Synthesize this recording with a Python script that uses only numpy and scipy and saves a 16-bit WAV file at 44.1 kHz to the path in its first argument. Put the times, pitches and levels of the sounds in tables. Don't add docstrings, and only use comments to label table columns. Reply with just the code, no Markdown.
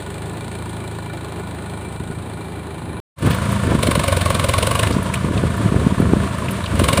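import sys
import numpy as np
from scipy import signal
from scipy.fft import rfft, irfft
from scipy.io import wavfile
from scipy.ndimage import uniform_filter1d, map_coordinates

SR = 44100
rng = np.random.default_rng(int(sys.argv[2]) if len(sys.argv) > 2 else 0)


def generate_wav(sig):
    pcm = np.round(np.clip(np.atleast_2d(sig).T, -1, 1) * 32767).astype(np.int16)
    wavfile.write(sys.argv[1], SR, pcm)


def volts_from_db(level):
    exponent = np.asarray(level, float) / 20
    return 10 ** exponent


N = 308700
t = np.arange(N) / SR
NEAR_START_S = 3.159
far = t < NEAR_START_S


def level(x, db):
    return x * volts_from_db(db) / np.sqrt(np.mean(x ** 2))


def colour(x, table):
    hz, db = np.transpose(table)
    bins_hz = np.arange(2049) * SR / 4096 + 1
    log_gain = np.interp(np.log(bins_hz), np.log(hz), db) * np.log(10) / 20
    cepstrum = irfft(log_gain)
    cepstrum[1:2048] *= 2
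    cepstrum[2049:] = 0
    response = irfft(np.exp(rfft(cepstrum)))
    return signal.fftconvolve(x, response)[:N]


def by_distance(x, far_colour, near_colour):
    split = int(NEAR_START_S * SR)
    far_part = level(colour(x, far_colour)[:split], 0)
    near_part = level(colour(x, near_colour)[split:], 0)
    return np.r_[far_part, near_part]


def walk(rate_hz):
    hold = int(SR / rate_hz)
    steps = np.repeat(rng.standard_normal(N // hold + 1), hold)
    smooth = uniform_filter1d(uniform_filter1d(steps, hold), hold)
    return level(smooth[:N], 0)


def noise():
    return rng.standard_normal(N)


# time_s, firing_rate_hz
FIRING_RATE = [(0.0, 24.35), (0.51, 28.14), (1.24, 26.62), (1.8, 26.51), (2.46, 27.01), (3.04, 26.54),
               (3.16, 27.22), (3.31, 23.57), (3.39, 28.03), (3.62, 28.03), (3.7, 25.31), (4.49, 20.82),
               (4.69, 24.0), (4.83, 25.93), (5.3, 27.26), (6.7, 27.24), (6.8, 22.4), (7.0, 21.9)]


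def crankshaft():
    start_turn, jump_turn = .52, .23
    rate_hz = np.interp(t, *np.transpose(FIRING_RATE))
    return start_turn + jump_turn * ~far + np.cumsum(rate_hz) / SR


# multiple_of_firing_rate, far_db, near_loaded_db, near_idle_db
EXHAUST_HARMONICS = [(3, -2, -4, -3), (4, 0, 0, -2), (2, -13, -13, -14), (5, -8, -6, -6), (6, -3, -9, -9),
                     (7, -7, -16, -2), (8, -10, -17, -12), (9, -18, -17, -16), (12, -13, -22, -22)]


def exhaust(turns, load):
    out, lag = 0, np.where(far, .09, .012)
    for order, far_db, loaded_db, idle_db in EXHAUST_HARMONICS:
        db = np.where(far, far_db, idle_db + load * (loaded_db - idle_db))
        waver_db, waver_rad = 1.2 * walk(6), .15 * walk(8)
        phase = 2 * np.pi * (order * turns - lag * order ** 2) + waver_rad
        out = out + volts_from_db(db + waver_db) * np.sin(phase)
    return out


def combustion(turns, peak_s, width_s, tail_db):
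    cycle = turns.astype(int)
    since_s = t - np.interp(cycle, turns, t)
    size = volts_from_db(1.2 * rng.standard_normal(cycle[-1] + 1))[cycle]
    burst = np.exp(-((since_s - peak_s) / width_s) ** 2)
    tail = volts_from_db(tail_db) * (1 - np.exp(-(since_s / peak_s) ** 2)) * np.exp(-since_s / 0.037)
    grain = volts_from_db(1.5 * walk(400))
    return size * (burst + tail) * grain * noise()


# frequency_hz, density_db_per_hz
FAR_KNOCK_COLOUR = [(120, -37), (200, -9.5), (409, 1), (465, -18), (558, -3), (836, -36), (1100, -27),
                    (2090, -13.5), (2330, -18), (4040, -12.5), (5520, -29), (8580, -13), (16000, -43)]
NEAR_KNOCK_COLOUR = [(120, -42), (200, -10), (328, -20), (548, 1.5), (696, -12.5), (806, -31.5), (1060, -2),
                     (1320, -36), (1500, -7), (1870, -28), (2050, -13), (2910, -14), (6280, -23.5),
                     (8900, -12.5), (16000, -40.5)]


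def knock(turns):
    peak_s = width_s = np.where(far, .003, .006)
    blows = combustion(turns, peak_s, width_s, np.where(far, -1.5, -7))
    return by_distance(blows, FAR_KNOCK_COLOUR, NEAR_KNOCK_COLOUR)


# frequency_hz, density_db_per_hz
FAR_WASH_COLOUR = [(18, -60), (40, -30), (93, -12), (134, -12), (170, -10), (245, -13), (415, -9),
                   (461, -17), (844, -16), (1540, -25), (2350, -27), (4080, -32), (5590, -50), (8740, -33),
                   (16000, -58)]
NEAR_WASH_COLOUR = [(18, -38), (30, -22), (93, 1.5), (184, -5), (295, -11.5), (437, -14.5), (684, -11),
                    (822, -29.5), (913, -13), (1160, -15), (1860, -22), (3580, -26), (5450, -34),
                    (8740, -26.5), (16000, -58)]


def wash():
    churn = volts_from_db(0.41 * walk(12) + 1.2 * walk(60)) * noise()
    return by_distance(churn, FAR_WASH_COLOUR, NEAR_WASH_COLOUR)


def modes(turns, table, scatter_db, peak_s, tail_db):
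    out, cycle = 0, turns.astype(int)
    blow = np.roll(np.diff(cycle, prepend=cycle[0]), int(peak_s * SR))
    strikes = level(blow, -1) + level(combustion(turns, peak_s, .004, tail_db), 0)
    for hz, width_hz, db in table:
        struck = strikes * volts_from_db(db + scatter_db * rng.standard_normal(cycle[-1] + 1))[cycle]
        resonator = signal.iirpeak(hz, hz / width_hz, SR)
        out = out + rng.choice([-1, 1]) * signal.lfilter(*resonator, struck) / np.sqrt(width_hz)
    return level(out, 0)


# frequency_hz, width_hz, level_db
FAR_PANELS = [(872, 21, -0.5), (980, 66, 3.5), (1456, 25, 2.5), (1760, 51, -2.5), (2342, 35, 2),
              (2390, 90, -7), (3000, 76, -17), (3793, 34, -7.5), (4070, 50, -5.5)]
NEAR_PANELS = [(980, 90, 0), (1170, 110, -1), (1430, 80, -5), (1750, 40, -5), (2310, 70, -11)]
# frequency_hz, width_hz, level_db
CASTING_MODES = [(560, 60, 3), (680, 60, -2), (1100, 80, 3), (2300, 200, -5), (2900, 200, -4),
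                 (3600, 250, -6), (4200, 300, -8)]


def ringing(turns, load, ring_db, knock_db, wash_db):
    far_ring = modes(turns, FAR_PANELS, 1.2, .003, 2)
    near_ring = modes(turns, NEAR_PANELS, 1.5, .005, -8)
    clang = modes(turns, CASTING_MODES, 3.5, .006, -4)
    near = volts_from_db(wash_db - 10) * near_ring + load * volts_from_db(knock_db - 2) * clang
    return np.where(far, volts_from_db(ring_db) * far_ring, near)


def intake(turns, hz):
    slow = [uniform_filter1d(uniform_filter1d(noise(), size=18), size=18) for _ in range(2)]
    angle = 2 * np.pi * np.cumsum(hz) / SR
    throb = 1 + 1.6 * np.exp(-(turns % 1) / .4)
    return level(throb * (slow[0] * np.cos(angle) + slow[1] * np.sin(angle)), 0)


# time_s, lag_ms
WATER_LAG = [(0, 0.13), (1, 0.14), (1.8, 0.13), (2.5, 0.15), (3, 0.12)]


def over_water(x, share=0.16):
    lag_s = np.interp(t, *np.transpose(WATER_LAG)) / 1000
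    reflected = map_coordinates(x, [(t - lag_s) * SR], order=3, mode="nearest")
    return x + share * far * reflected


# time_s, load_fraction
FUEL = [(0, 0.37), (2, 0.15), (3, 0.02), (3.16, 0.76), (3.35, 0.38), (3.4, 0.34), (3.79, 0.37),
        (3.82, 0.94), (4.65, .95), (4.82, 1.05), (4.9, 0.64), (4.97, 0), (5.6, 0.1), (6.5, 0.12),
        (6.74, 0.2), (6.79, 1.1), (7, 1.18)]
# time_s, panel_ring_db, intake_hz, intake_db
BEARING = [(0, -41, 8630, -52), (.8, -39, 8740, -46), (1.2, -39, 8750, -65), (1.7, -40, 8800, -46),
           (2.2, -42.5, 8800, -45.5), (2.7, -42, 9840, -51.5), (3, -39, 9900, -48.5)]
# far_db, near_idle_db, full_load_rise_db
BOOM, KNOCK, WASH = (-34, -24, 4.7), (-45, -42, 22.2), (-33.5, -22, 2.37)


def tractor():
    turns = crankshaft()
    fuel = np.interp(t, *np.transpose(FUEL))
    load = np.clip((fuel - .45) / .4, 0, 1)
    away_db = -0.64 * (t - NEAR_START_S)
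    boom_db, knock_db, wash_db = (np.where(far, far_db, near_db + away_db) + rise_db * fuel
                                  for far_db, near_db, rise_db in (BOOM, KNOCK, WASH))
    time_s, *columns = np.transpose(BEARING)
    ring_db, intake_hz, intake_db = (np.interp(t, time_s, column) for column in columns)
    boom = volts_from_db(boom_db) * exhaust(turns, load)
    knocks = volts_from_db(knock_db) * knock(turns)
    churn = volts_from_db(wash_db) * wash()
    ring = ringing(turns, load, ring_db, knock_db, wash_db)
    hiss = far * volts_from_db(intake_db) * intake(turns, intake_hz)
    return over_water(boom + knocks + churn + ring + hiss)


def grain_bursts(grains, events):
    out, since_s = np.zeros(N), np.arange(SR // 5) / SR
    for s, db, t60, hz, sharpness in events:
        start = int(s * SR)
        envelope = (1 - np.exp(-since_s / 0.0021)) * np.exp(-np.log(1000) * since_s / t60)
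        burst = grains[start:start + len(since_s)] * envelope
        band = signal.iirpeak(hz, sharpness, SR)
        burst = signal.lfilter(*band, signal.lfilter(*band, burst))
        out[start:start + len(since_s)] += volts_from_db(db) * burst / np.abs(burst).max()
    return signal.sosfilt(signal.butter(2, 12000, fs=SR, output="sos"), out)


# start_s, peak_db, centre_hz
SPRAY = [(.657, -36, 10000), (3.185, -22, 14000), (3.262, -26, 13500), (3.305, -20, 13500),
         (3.345, -22, 13000), (3.518, -16.5, 10100), (5.027, -21, 10300), (5.138, -10.5, 8400),
         (5.153, -30, 12000), (5.568, -26, 12000), (6.0, -24, 11000), (6.485, -23, 10000),
         (6.507, -19, 10800)]


def spray(grains):
    decay_s, sharpness = 0.039, 2
    return grain_bursts(grains, [(s, db, decay_s, hz, sharpness) for s, db, hz in SPRAY])


# start_s, length_s, rise_fraction, top_db
GUSTS = [(1.847, 0.65, 0.33, -28), (2.76, 0.26, .55, -24.5), (3.207, 0.13, .3, -9.5),
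         (3.627, 0.19, 0.63, -10.5), (3.786, 0.23, 0.29, -18), (4.85, 0.19, .3, -13.5),
         (5.223, 0.36, 0.11, -14), (5.557, .4, 0.54, -12.5), (5.965, .33, 0.15, -10.5),
         (6.38, 0.256, .3, -19), (6.707, 0.17, .5, -11), (6.84, 0.15, .6, -15)]
# frequency_hz, density_db_per_hz
WIND_COLOUR = [(18, -27), (30, -12.5), (75, 2), (173, -2.5), (485, -9.5), (805, -27.5), (980, -29),
               (1500, -28.5), (1950, -35), (3300, -120)]
# centre_s, peak_db, pitch_hz
PUFFS = [(1.88, -18.5, 158), (2.005, -14.5, 138), (2.105, -15, 160), (2.876, -20, 204), (3.275, -4, 174),
         (3.677, -8.5, 215), (3.72, -4.5, 246), (3.753, -0.5, 194), (3.889, -1, 225), (3.98, -6, 160),
         (4.967, -4, 204), (5.247, -5.5, 168), (5.312, -7, 208), (5.438, -3.5, 327), (5.454, -5.5, 162),
         (5.662, -1, 158), (5.722, -6, 172), (5.744, -5.5, 330), (5.764, -4, 203), (5.816, -8, 225),
         (5.869, 4, 184), (5.924, -3.5, 185), (6.003, 0.5, 232), (6.026, -3, 151), (6.052, -8.5, 193),
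         (6.136, 5, 245), (6.171, -4.5, 180), (6.747, -5.5, 173), (6.818, -3, 234), (6.992, -3, 180)]


def wind():
    strength, edge_db = 0, -7.5
    for start, length, rise, top_db in GUSTS:
        s = start + length * np.array([0, rise, 1])
        db = top_db + edge_db * np.array([1, 0, 1])
        edge = np.interp(t, [s[0], s[0] + 0.025, s[-1] - .03, s[-1]], [0, 1, 1, 0])
        strength = strength + edge * volts_from_db(np.interp(t, s, db) - 6)
    turbulence = level(colour(volts_from_db(2.5 * walk(70)) * noise(), WIND_COLOUR), 0)
    out = np.r_[strength * turbulence, np.zeros(SR)]

    eddies_per_s, eddy_db, scatter_db, eddy_hz = 32, 6.5, 1, 180
    chance = rng.standard_normal((int(7 * eddies_per_s), 3))
    when_s = np.clip((np.arange(len(chance)) + .3 * chance[:, 0]) / eddies_per_s, .1, 6.98)
    gust_db = 20 * np.log10(strength[(when_s * SR).astype(int)] + 1e-6)
    eddies = zip(when_s, gust_db + eddy_db + scatter_db * chance[:, 1], eddy_hz * np.exp(.15 * chance[:, 2]))
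    puffs = [*PUFFS, *eddies]
    around = np.arange(-800, 800)
    for (s, db, hz), turn in zip(puffs, rng.random(len(puffs))):
        swings = hz * around / SR
        angle = 2 * np.pi * (swings + turn)
        shape = np.sin(angle) + .25 * np.sin(2 * angle) + .08 * np.sin(3 * angle)
        out[int(s * SR) + around] += volts_from_db(db) * np.exp(-(swings / 0.47) ** 2) * shape
    return out[:N]


# start_s, peak_db, decay_s, centre_hz, sharpness
CLANKS = [
    (3.27, -12, .15, 900, .8),
    (3.305, -16, 0.19, 2480, 0.71),
    (4.923, -20.5, .11, 4500, .71),
    (5.138, -10.5, 0.031, 2140, 1.7),
    (5.153, -19.5, 0.034, 3180, 2.9),
    (5.376, -16.5, .02, 2600, 1.5),
    (6.483, -16, 0.023, 2420, 2.5),
    (6.639, -20.5, .02, 3700, 4.5),
    (6.659, -17, 0.025, 3000, 1.5),
    (3.718, -13, .03, 740, 1.5),
]


def clanks(grains):
    return grain_bursts(grains, CLANKS)


def scene():
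    grains = volts_from_db(2.0 * walk(500)) * noise()
    return (tractor() + spray(grains) + wind() + clanks(grains))[None]


# frequency_hz, gain_db
MICROPHONE_COLOUR = [(100, 0.5), (4300, -1), (5000, -3), (6400, -5.5), (7600, -5), (10500, -1),
                     (12500, -4.5), (14000, 3.5), (15400, 10.5)]


def microphone(x):
    top = signal.ellip(12, .2, 80, 15500, fs=SR, output="sos")
    heard = signal.sosfilt(top, colour(x, MICROPHONE_COLOUR))
    return signal.sosfilt(signal.butter(3, 48, "high", fs=SR, output="sos"), heard)


def band_limit(x):
    return signal.sosfilt(signal.butter(12, 16210, fs=SR, output="sos"), x)


def record(dry):
    cut_s, fade_s = 3.0005, .09
    heard = microphone(dry[0])
    fade_in = np.clip((t - NEAR_START_S) / fade_s, 0, 1) ** 1.6
    fade = np.where(t < cut_s, 1, fade_in)
    mix = np.tanh(0.57 * heard[None] * fade) / 0.63
    return band_limit(mix)


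dry = scene()
out = record(dry)
generate_wav(out)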